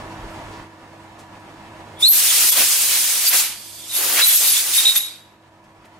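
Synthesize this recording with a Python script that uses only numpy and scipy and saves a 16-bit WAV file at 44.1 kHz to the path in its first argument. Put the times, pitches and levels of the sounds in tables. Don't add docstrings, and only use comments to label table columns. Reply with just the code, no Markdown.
import sys
import numpy as np
from scipy import signal
from scipy.io import wavfile
from scipy.ndimage import uniform_filter1d, minimum_filter1d

SR = 44100
rng = np.random.default_rng(int(sys.argv[2]) if len(sys.argv) > 2 else 0)


def store_pcm(level_fs):
    pcm = np.round(np.clip(level_fs, -1, 1) * 32767).astype(np.int16)
    wavfile.write(sys.argv[1], SR, np.atleast_2d(pcm).T)


def invert_db(x):
    u = np.asarray(x, float) / 20
    return 10 ** u


N = 264159

# (time [s], gain [dB])
GAIN = [(0, 6.5), (.6, 6), (.68, -1.5), (1.3, 0.5), (2.02, 2.5), (2.05, -4.5), (2.2, -6.5), (3.3, -7.5),
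        (3.9, -7), (4.3, -8), (5.1, -10), (5.99, -5.5)]
# (frequency [Hz], density [dB per Hz])
SHOP_COLOUR = [(12, -53.5), (20, -14), (93, -10), (277, -7.5), (319, -7.5), (472, -11), (624, -7.5),
               (825, -6.5), (976, -8), (1440, -12.5), (1760, -15), (1960, -14.5), (10800, -35.5),
               (13900, -41.5), (16000, -72)]
# (frequency [Hz], left-right likeness [-1 to 1])
SHOP_SAME = [(60, 0.944), (180, 0.92), (550, 0.88), (1650, 0.34), (4970, -0.16), (15000, -2)]
# (multiple of shaft speed [ratio], level [dB rms])
HUM = [(4, -53.5), (6, -59.5), (8, -60), (9.2, -64.5), (13, -52), (21, -63), (25, -58.5), (28.3, -62),
       (36, -60.5), (38, -60.5), (39, -55), (39.6, -60), (44, -65.5), (68, -62), (70, -69), (72, -65),
       (105, -68.5), (256, -78.5)]
SHOP_DB, SHAFT_HZ = -41, 24.98
SHOP_LAG = 3

# (time [s], peak level [dB],
# t60 [s], lowest [Hz], highest [Hz])
SCUFFS = [(.29, -53.5, 0.37, 5000, 11000), (0.509, -48, .5, 2500, 5500), (.09, -53, 0.092, 2500, 8000),
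          (.79, -63.5, .1, 2500, 8000), (0.929, -40, .08, 600, 1100), (1.184, -45.5, 0.162, 2800, 8950),
          (1.39, -57, .15, 3000, 10000), (2.002, -35, .08, 3000, 14000), (4.955, -13.5, 0.05, 1500, 9000),
          (5.637, -57, 0.095, 1500, 8000), (5.839, -46.5, 0.13, 494, 2500),
          (5.849, -52.5, 0.089, 2000, 11000)]
RISE_PER_T60 = 0.058
# (frequency [Hz], t60 [s])
ROOM = [(200, .7), (2000, 0.46), (5000, 0.65), (9000, 0.6), (15000, 0.31)]
# (time [s], half length [s], rumble [dB], rustle [dB])
GRIPS = [
    (.154, .02, 4, 5),
    (.264, 0.044, 8.5, 9),
    (.4, .04, -2.1, 5),
    (.452, .025, 4.5, -5),
    (.54, .05, -4, 13),
]
RUMBLE_DB, RUSTLE_DB, HANDS_END_S, HANDS_END_DB_PER_S = -47, -59.5, 0.62, 400

# (frequency [Hz], density [dB per Hz])
JET_COLOUR = [(59, -61), (100, -15), (124, -30), (157, -27.5), (174, -40), (304, -14.5), (437, -17.5),
              (476, -14.5), (884, -10.5), (2410, 0), (9670, -1), (15500, -9.5), (16500, -44)]
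LAYER_HZ = [7900, 14000, 1900, 550]
LAYER_DB = [-19, -39, -32.5, -47]
# (frequency [Hz], left-right likeness [0-1])
JET_SAME = [(60, 0.89), (180, 0.71), (550, 0.98), (1650, 0.67), (4970, 0.32), (15000, 0.041)]
# (frequency [Hz], left over right [dB])
JET_LEAN = [(60, 3.5), (240, 0), (950, -1), (3770, 1), (15000, 8)]
# (time [s], level [dB])
FLOW = [(1.9, -66), (1.975, -60), (2.013, -25.5), (2.11, -17), (2.2, -12), (2.45, -11.5), (2.62, -12.5),
        (3.22, -15.5), (3.39, -11), (3.57, -34.5), (3.7, -35.5), (3.86, -34.5), (3.97, -18.5), (4.1, -17),
        (4.3, -12.5), (4.5, -13), (4.88, -16.5), (5.03, -27)]
# (time [s], half length [s], change [dB])
SURGES = [(1.991, .011, -6), (2.096, 0.011, -4), (2.51, .009, -6), (2.55, 0.02, -3.5), (3.275, 0.014, 1),
          (3.31, 0.019, -5), (4.0, .02, -1), (4.22, .03, 0.37), (4.675, 0.0623, -4.5), (4.77, 0.051, 2.5),
          (4.93, .015, 0), (4.968, .022, 6)]
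# (time [s], half length [s], splash [dB], buffeting [dB])
AIMS = [(2.09, .025, -6, -11), (2.2, .012, 0, -1.5), (2.36, .03, 2.3, 0), (2.43, .025, 2.5, 3.5),
        (2.508, .01, -4.5, -11.5), (2.525, .012, -3.5, 5.5), (2.595, 0.0432, 7, 12.5), (2.94, .04, 4.5, 2),
        (3.268, .015, 2.5, -7.5), (3.29, .012, -.6, -13), (3.335, .035, 6, 8.5), (3.5, .09, 5.5, 3.5),
        (3.76, .13, -3, -3), (4.03, .06, 4, 12.5), (4.125, 0.039, 4.5, 12.5), (4.198, 0.039, 12, 10.5),
        (4.3, .025, 2, -1.72), (4.38, .03, -6, -8), (4.44, .035, 0, 4), (4.57, .04, 0, -3.5),
        (4.69, .04, 2, 5), (4.75, .025, 1.5, -11), (4.85, .04, 3, 0.5), (5.03, .04, 0.5, -2)]
# (frequency [Hz], width [Hz], level [dB])
LEAK = [(2390, 35, -8), (3440, 94, -2), (4655, 140, -1), (8260, 99, -8), (10500, 41, -7), (12200, 38, -4.5),
        (12600, 240, -10.5)]
DYING_DB_PER_S = [145, 900, 80, 25]
FIZZ_DB, SPLASH_DB, BUFFET_DB = -16, -20.5, -32.5
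FULL_DB, FIZZ_FOLLOWS, SPLASH_FOLLOWS, BUFFET_FOLLOWS = -12.5, 1.08, .9, 0.86
FIZZ_PER_BUFFET, PAN_DB, PAN_PER_FLOW, PAN_PER_BUFFET = .35, 0.2, .1, .08
SILENT_S = 5.4

# (peak time [s], rise [s], fall [s], peak level [dB], pitch [Hz])
ROAR_CALLS = [(2.006, .045, .018, -36, 3420), (2.3, .05, 0.062, -20.5, 3520), (2.526, .025, .06, -23, 3480),
              (2.95, .12, 0.066, -31, 3400), (3.275, .02, 0.018, -14.5, 4650), (3.84, .12, .08, -41, 3500),
              (3.936, .05, 0.066, -25.5, 3750), (4.215, .06, 0.013, -20, 3361),
              (4.31, .07, 0.076, -22.5, 3490), (4.46, .05, .08, -24, 3700), (4.49, .06, .09, -23.5, 4650),
              (4.575, .06, 0.043, -20.5, 3520), (4.745, .025, 0.0408, -22, 3710)]
# (peak time [s], rise [s], fall [s], peak level [dB], pitch
# [Hz])
HIGH_CALLS = [(2.011, 0.023, .06, -32, 9680), (2.499, .06, .06, -24, 11900),
              (3.286, 0.023, .026, -14, 11940), (3.956, 0.027, .08, -20, 11450),
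              (4.276, 0.027, .05, -11.5, 11950), (4.355, 0.074, .035, -14.5, 11600),
              (4.5, 0.071, .01, -15, 12200), (4.526, .02, .02, -14, 11000),
              (4.778, .055, .035, -19.5, 11020), (4.972, 0.0176, .014, -11, 11630),
              (4.995, 0.013, .085, -27.5, 11460)]
# (time [s], pitch [Hz], level [dB], breathiness [0-1])
CHIRP_HIGH = [
    (2.065, 10500, -37, 0.7),
    (2.09, 11520, -5, 0.1),
    (2.115, 12440, -6, 0.2),
    (2.14, 12600, -18.5, 0.9),
    (2.165, 12200, -17, .9),
    (2.2, 12100, -23, .9),
]
# (start [s], length [s], peak level [dB], first pitch [Hz], last pitch [Hz])
THIN_CALLS = [
    (2.485, .065, -12, 11380, 11450),
    (4.515, .04, -16, 11050, 11000),
    (4.765, .04, -20.5, 11050, 11100),
]
# (time [s], pitch [Hz], level [dB], breathiness [0-1])
CHIRP_LOW = [
    (2.015, 3441, -40.5, 0.8),
    (2.023, 3493, -31.5, 0.96),
    (2.03, 3582, -10, 0.27),
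    (2.045, 3905, -9.5, 0.15),
    (2.072, 4250, -9, 0.3),
    (2.088, 4330, -21, 0.5),
    (2.1, 4350, -37, .6),
]
# (start [s], length [s], peak level [dB], first pitch [Hz], last pitch [Hz])
LOW_CALLS = [
    (4.215, .055, -9, 3910, 4010),
    (4.773, 0.0664, -15.5, 3670, 3765),
    (4.849, .085, -7.5, 3820, 3760),
    (4.955, .04, -19, 3618, 3700),
    (4.988, .19, -28, 3828, 3770),
]
LOCK_S, LOW_BREATH, HIGH_BREATH, ROAR_BREATH = 0.0076, 0.5, 0.97, 0.73
START_DB, END_DB, OCTAVE_DB = -15.5, -14.5, -14

# (time [s], peak level [dB], length [s])
GUSTS = [(2.085, -43, 0.05), (2.422, -43.5, 0.043), (2.557, -51, 0.046), (2.987, -53, 0.05),
         (3.363, -49, 0.068), (4.504, -45, 0.044), (4.995, -58, 0.05)]
# (start [s], end [s], highest frequency kept [Hz])
DULL_MOMENTS = [(2.082, 2.116, 13000), (3.45, 3.92, 14500), (4.5, 4.55, 14600), (4.83, 4.92, 15100),
                (4.97, 5.035, 14000), (5.035, 5.3, 12200)]
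SELF_NOISE_DB = -73


def evened(x):
    return x / np.sqrt(np.mean(x ** 2) + 1e-20)


def read(points, hz):
    f, value = np.transpose(points)
    return np.interp(np.log(hz + 1), np.log(f + 1), value)


def columns(rows, t):
    s, *values = np.transpose(rows)
    return [np.interp(t, s, v) for v in values]


def bumps(rows, t):
    s, half, *strengths = np.transpose(rows)
    return np.array(strengths) @ np.exp(-((t - s[:, None]) / half[:, None]) ** 4)


def band(x, lo_hz, hi_hz):
    sos = signal.butter(2, [lo_hz, min(hi_hz, SR / 2.1)], "bandpass", fs=SR, output="sos")
    return evened(signal.sosfilt(sos, x))


def grid(size):
    return np.arange(4 * N // size + 5) * size / 4 / SR, np.fft.rfftfreq(size, 1 / SR)


def noise(field_db, same, lean_db, patchy_db, flicker_db, wide=6, long=8):
    bins, frames = field_db.shape
    a, b, c, d, patches = rng.standard_normal((frames, bins, 5)).T
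    flicker = evened(uniform_filter1d(patches[0], size=3))
    patches = uniform_filter1d(patches, max(round(wide), 1), 0)
    patches = evened(uniform_filter1d(patches, max(round(long), 1), 1))
    same = np.clip(same, -1, 1)[:, None]
    left = a + 1j * b
    right = same * left + np.sqrt(1 - same ** 2) * (c + 1j * d)
    z = np.array([left * invert_db(lean_db / 2), right / invert_db(lean_db / 2)])
    z *= invert_db(field_db + patchy_db * patches + flicker_db * flicker)
    size = 2 * bins - 2
    return signal.istft(z, nperseg=size, noverlap=size * 3 // 4)[1][:, :N]


def shop():
    frames, hz = grid(size=2048)
    field = read(SHOP_COLOUR, hz)[:, None] + 0 * frames
    wash = evened(noise(field, read(SHOP_SAME, hz), -1.1, patchy_db=1.7, flicker_db=0.97, wide=5, long=5))
    t, tones = np.arange(N) / SR, np.zeros((2, N))
    for (turns, db), draw in zip(HUM, rng.standard_normal((len(HUM), 3, 200))):
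        phase_drift, level_drift, ear_drift = [np.interp(t, np.arange(200) / 25, v) for v in draw]
        f = turns * SHAFT_HZ
        phase = 2 * np.pi * f * t + 0.67 * phase_drift
        spread = .6 * min(f / 1500, 1) * ear_drift
        tones += np.sqrt(2) * invert_db(db + 2.2 * level_drift) * np.sin([phase, phase + spread])
    mix = invert_db(SHOP_DB - 3.5) * wash + tones * invert_db([[-1.1], [1.1]])
    left, right = mix * invert_db(columns(GAIN, t)[0])
    return np.array([np.roll(left, SHOP_LAG), right])


def hose_scuffs():
    out, t = np.zeros(N), np.arange(SR // 8) / SR
    for (s, db, t60, lo_hz, hi_hz), fizz in zip(SCUFFS, rng.standard_normal((len(SCUFFS), len(t)))):
        part = out[round(s * SR):][:len(t)]
        swelling = np.minimum(t / (RISE_PER_T60 * t60), 1)
        scrape = invert_db(db - 60 * t / t60) * swelling * band(fizz, lo_hz, hi_hz)
        part += scrape[:len(part)]
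    return out


def room(x):
    taps = np.zeros((2, SR))
    at = np.arange(300, SR - 20, 20) + rng.integers(0, 20, (2, (SR - 301) // 20))
    np.put_along_axis(taps, at, rng.choice([-1., 1.], at.shape), 1)
    hz, t, z = signal.stft(taps, SR, nperseg=256)
    tail = signal.istft(z * invert_db(-60 * t / read(ROOM, hz)[:, None]), SR, nperseg=256)[1]
    tail *= invert_db(-14) / np.linalg.norm(tail[0])
    early = rng.integers(60, 900, (2, 6))
    np.put_along_axis(tail, early, 0.2 * rng.choice([-1., 1.], (2, 6)), 1)
    return signal.fftconvolve(x[None], tail, axes=1)[:, :N]


def hands():
    t = np.arange(N) / SR
    hands_fade_db = HANDS_END_DB_PER_S * np.maximum(t - HANDS_END_S, 0)
    rumble_db, rustle_db = bumps(GRIPS, t) + [[RUMBLE_DB], [RUSTLE_DB]] - hands_fade_db
    low, left, right = rng.standard_normal((3, N))
    rustle = np.array([band(left, 1500, 7000), band(right, 1500, 7000)])
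    return invert_db(rumble_db) * band(low, 16, 110) + invert_db(rustle_db - 12.5) * rustle


def jet_layers(t):
    flow = columns(FLOW, t)[0] + bumps(SURGES, t)[0] - FULL_DB
    splash, buffet = bumps(AIMS, t)
    fizz_db = FIZZ_DB + FIZZ_FOLLOWS * flow + FIZZ_PER_BUFFET * np.maximum(buffet, 0)
    splash_db = SPLASH_DB + SPLASH_FOLLOWS * flow + splash
    buffet_db = BUFFET_DB + BUFFET_FOLLOWS * flow + buffet
    levels = FULL_DB + np.array([flow, fizz_db, splash_db, buffet_db])
    levels -= np.outer(DYING_DB_PER_S, np.maximum(t - FLOW[-1][0], 0))
    pan_db = PAN_DB + PAN_PER_FLOW * np.maximum(flow, -30) + PAN_PER_BUFFET * buffet
    return [*levels, pan_db]


def jet():
    t, hz = grid(size=512)
    *layers, pan_db = jet_layers(t)
    layers[1] = np.maximum(layers[1], layers[0] - 24)
    order = np.argsort(LAYER_HZ)
    field = read(JET_COLOUR, hz)[:, None]
    for k in range(4):
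        share = np.interp(np.log(hz + 1), np.log(LAYER_HZ)[order], order == k)
        field = field + np.outer(share, layers[k] - LAYER_DB[k])
    hiss_bins = (hz > 5000) & (hz < 10000)
    hiss_power = np.sum(invert_db(2 * read(JET_COLOUR, hz[hiss_bins])))
    field += LAYER_DB[0] - 10 * np.log10(hiss_power) - 4
    ringing_db = sum(np.exp(-((hz - f) / (2.8 * width_hz)) ** 2) * (6.5 + 0.35 * db) for f, width_hz, db in LEAK)
    low_flow = np.clip((LAYER_DB[0] - layers[0] - 9.5) / 8, 0, 1)
    field += np.outer(ringing_db, low_flow)
    field -= 80 * ((t < FLOW[0][0]) | (t > SILENT_S))
    lean = read(JET_LEAN, hz)[:, None] + np.outer(np.clip(hz / 6000, 0, 1), pan_db - 5.5)
    return noise(field, read(JET_SAME, hz), lean, patchy_db=1.3, flicker_db=0.46)


def whistle(rows, wander, width_hz, octave_db):
    t = np.arange(rows[0][0], rows[-1][0], 1 / SR)
    hz, level_db, breathy = columns(rows, t)
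    a, b, c = rng.standard_normal((3, len(t)))
    wandering_hz = hz * (1 + wander * evened(uniform_filter1d(a, size=150)))
    turn = np.exp(2j * np.pi * np.cumsum(wandering_hz) / SR)
    r = np.exp(-np.pi * width_hz / SR)
    fuzz = signal.lfilter([1], np.convolve([1, -r], [1, -r]), b + 1j * c)
    fuzz = fuzz / np.sqrt(np.mean(abs(fuzz) ** 2))
    breathy = np.clip(breathy, 0, 1)
    tone = turn * ((1 - breathy) + breathy * fuzz)
    tone = evened(tone.real) + invert_db(octave_db) * evened((tone * turn).real)
    out = np.zeros(N)
    out[round(t[0] * SR):][:len(t)] = invert_db(level_db) * tone * signal.windows.tukey(len(t), .15)
    return out


def swell(peak, rise, fall, db, hz, breathy):
    return [(peak - rise, hz, db + START_DB, breathy), (peak, hz, db, breathy), (peak + fall, hz, db + END_DB, breathy)]


def locked(start, length, db, first_hz, last_hz):
    lock_hz = first_hz + (last_hz - first_hz) * LOCK_S / length
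    return [(start, first_hz, db - 14.5, LOW_BREATH), (start + LOCK_S, lock_hz, db, LOW_BREATH),
            (start + length, last_hz, db - 22.5, LOW_BREATH)]


def hole_roar():
    calls = [swell(*row, ROAR_BREATH) for row in ROAR_CALLS]
    return sum(whistle(rows, wander=0.017, width_hz=310, octave_db=-59.5) for rows in calls)


def third_mode():
    calls = [CHIRP_HIGH] + [swell(*row, HIGH_BREATH) for row in HIGH_CALLS]
    fuzzy = sum(whistle(rows, wander=0.01, width_hz=1100, octave_db=-59.5) for rows in calls)
    thin = sum(whistle(locked(*row), wander=0.003, width_hz=250, octave_db=-61) for row in THIN_CALLS)
    return fuzzy + thin


def first_mode():
    calls = [CHIRP_LOW] + [locked(*row) for row in LOW_CALLS]
    return sum(whistle(rows, wander=0.0049, width_hz=230, octave_db=OCTAVE_DB) for rows in calls)


def gusts():
    t, puffs = np.arange(N) / SR, np.zeros(N)
    for s, db, length in GUSTS:
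        puffs += invert_db(db - 4.5) * np.exp(-((t - s - length / 2) / (length / 2)) ** 2)
    return puffs * band(rng.standard_normal(N), 45, 260)


def scene():
    scuffs = hose_scuffs()
    low = invert_db(2.0) * first_mode() + invert_db(-3.0) * hole_roar()
    high = invert_db(1.0) * third_mode()
    direct = np.array([low + high, np.roll(low, 3) + np.roll(high, 1)])
    return shop() + direct + scuffs + room(low + high + scuffs) + hands() + jet() + gusts()


def band_limit(x):
    return signal.sosfilt(signal.butter(12, 16800, fs=SR, output="sos"), x)


def record(dry):
    hiss_db = SELF_NOISE_DB + .8 * columns(GAIN, np.arange(N) / SR)[0]
    dry = dry + invert_db(hiss_db) * band(rng.standard_normal(dry.shape), 12000, 14000)
    ceiling = .74
    gain = minimum_filter1d(ceiling / np.maximum(abs(dry).max(0), ceiling), size=201)
    limited = dry * uniform_filter1d(gain, size=101)
    hz, t, z = signal.stft(limited, SR, nperseg=512, noverlap=384)
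    edge_hz = np.full(len(t), 15880.)
    for start, end, kept_hz in DULL_MOMENTS:
        edge_hz[(t > start) & (t < end)] = kept_hz
    mix = signal.istft(z * (hz[:, None] < edge_hz), SR, nperseg=512, noverlap=384)[1][:, :N]
    return band_limit(mix)


dry = scene()
out = record(dry)
store_pcm(out)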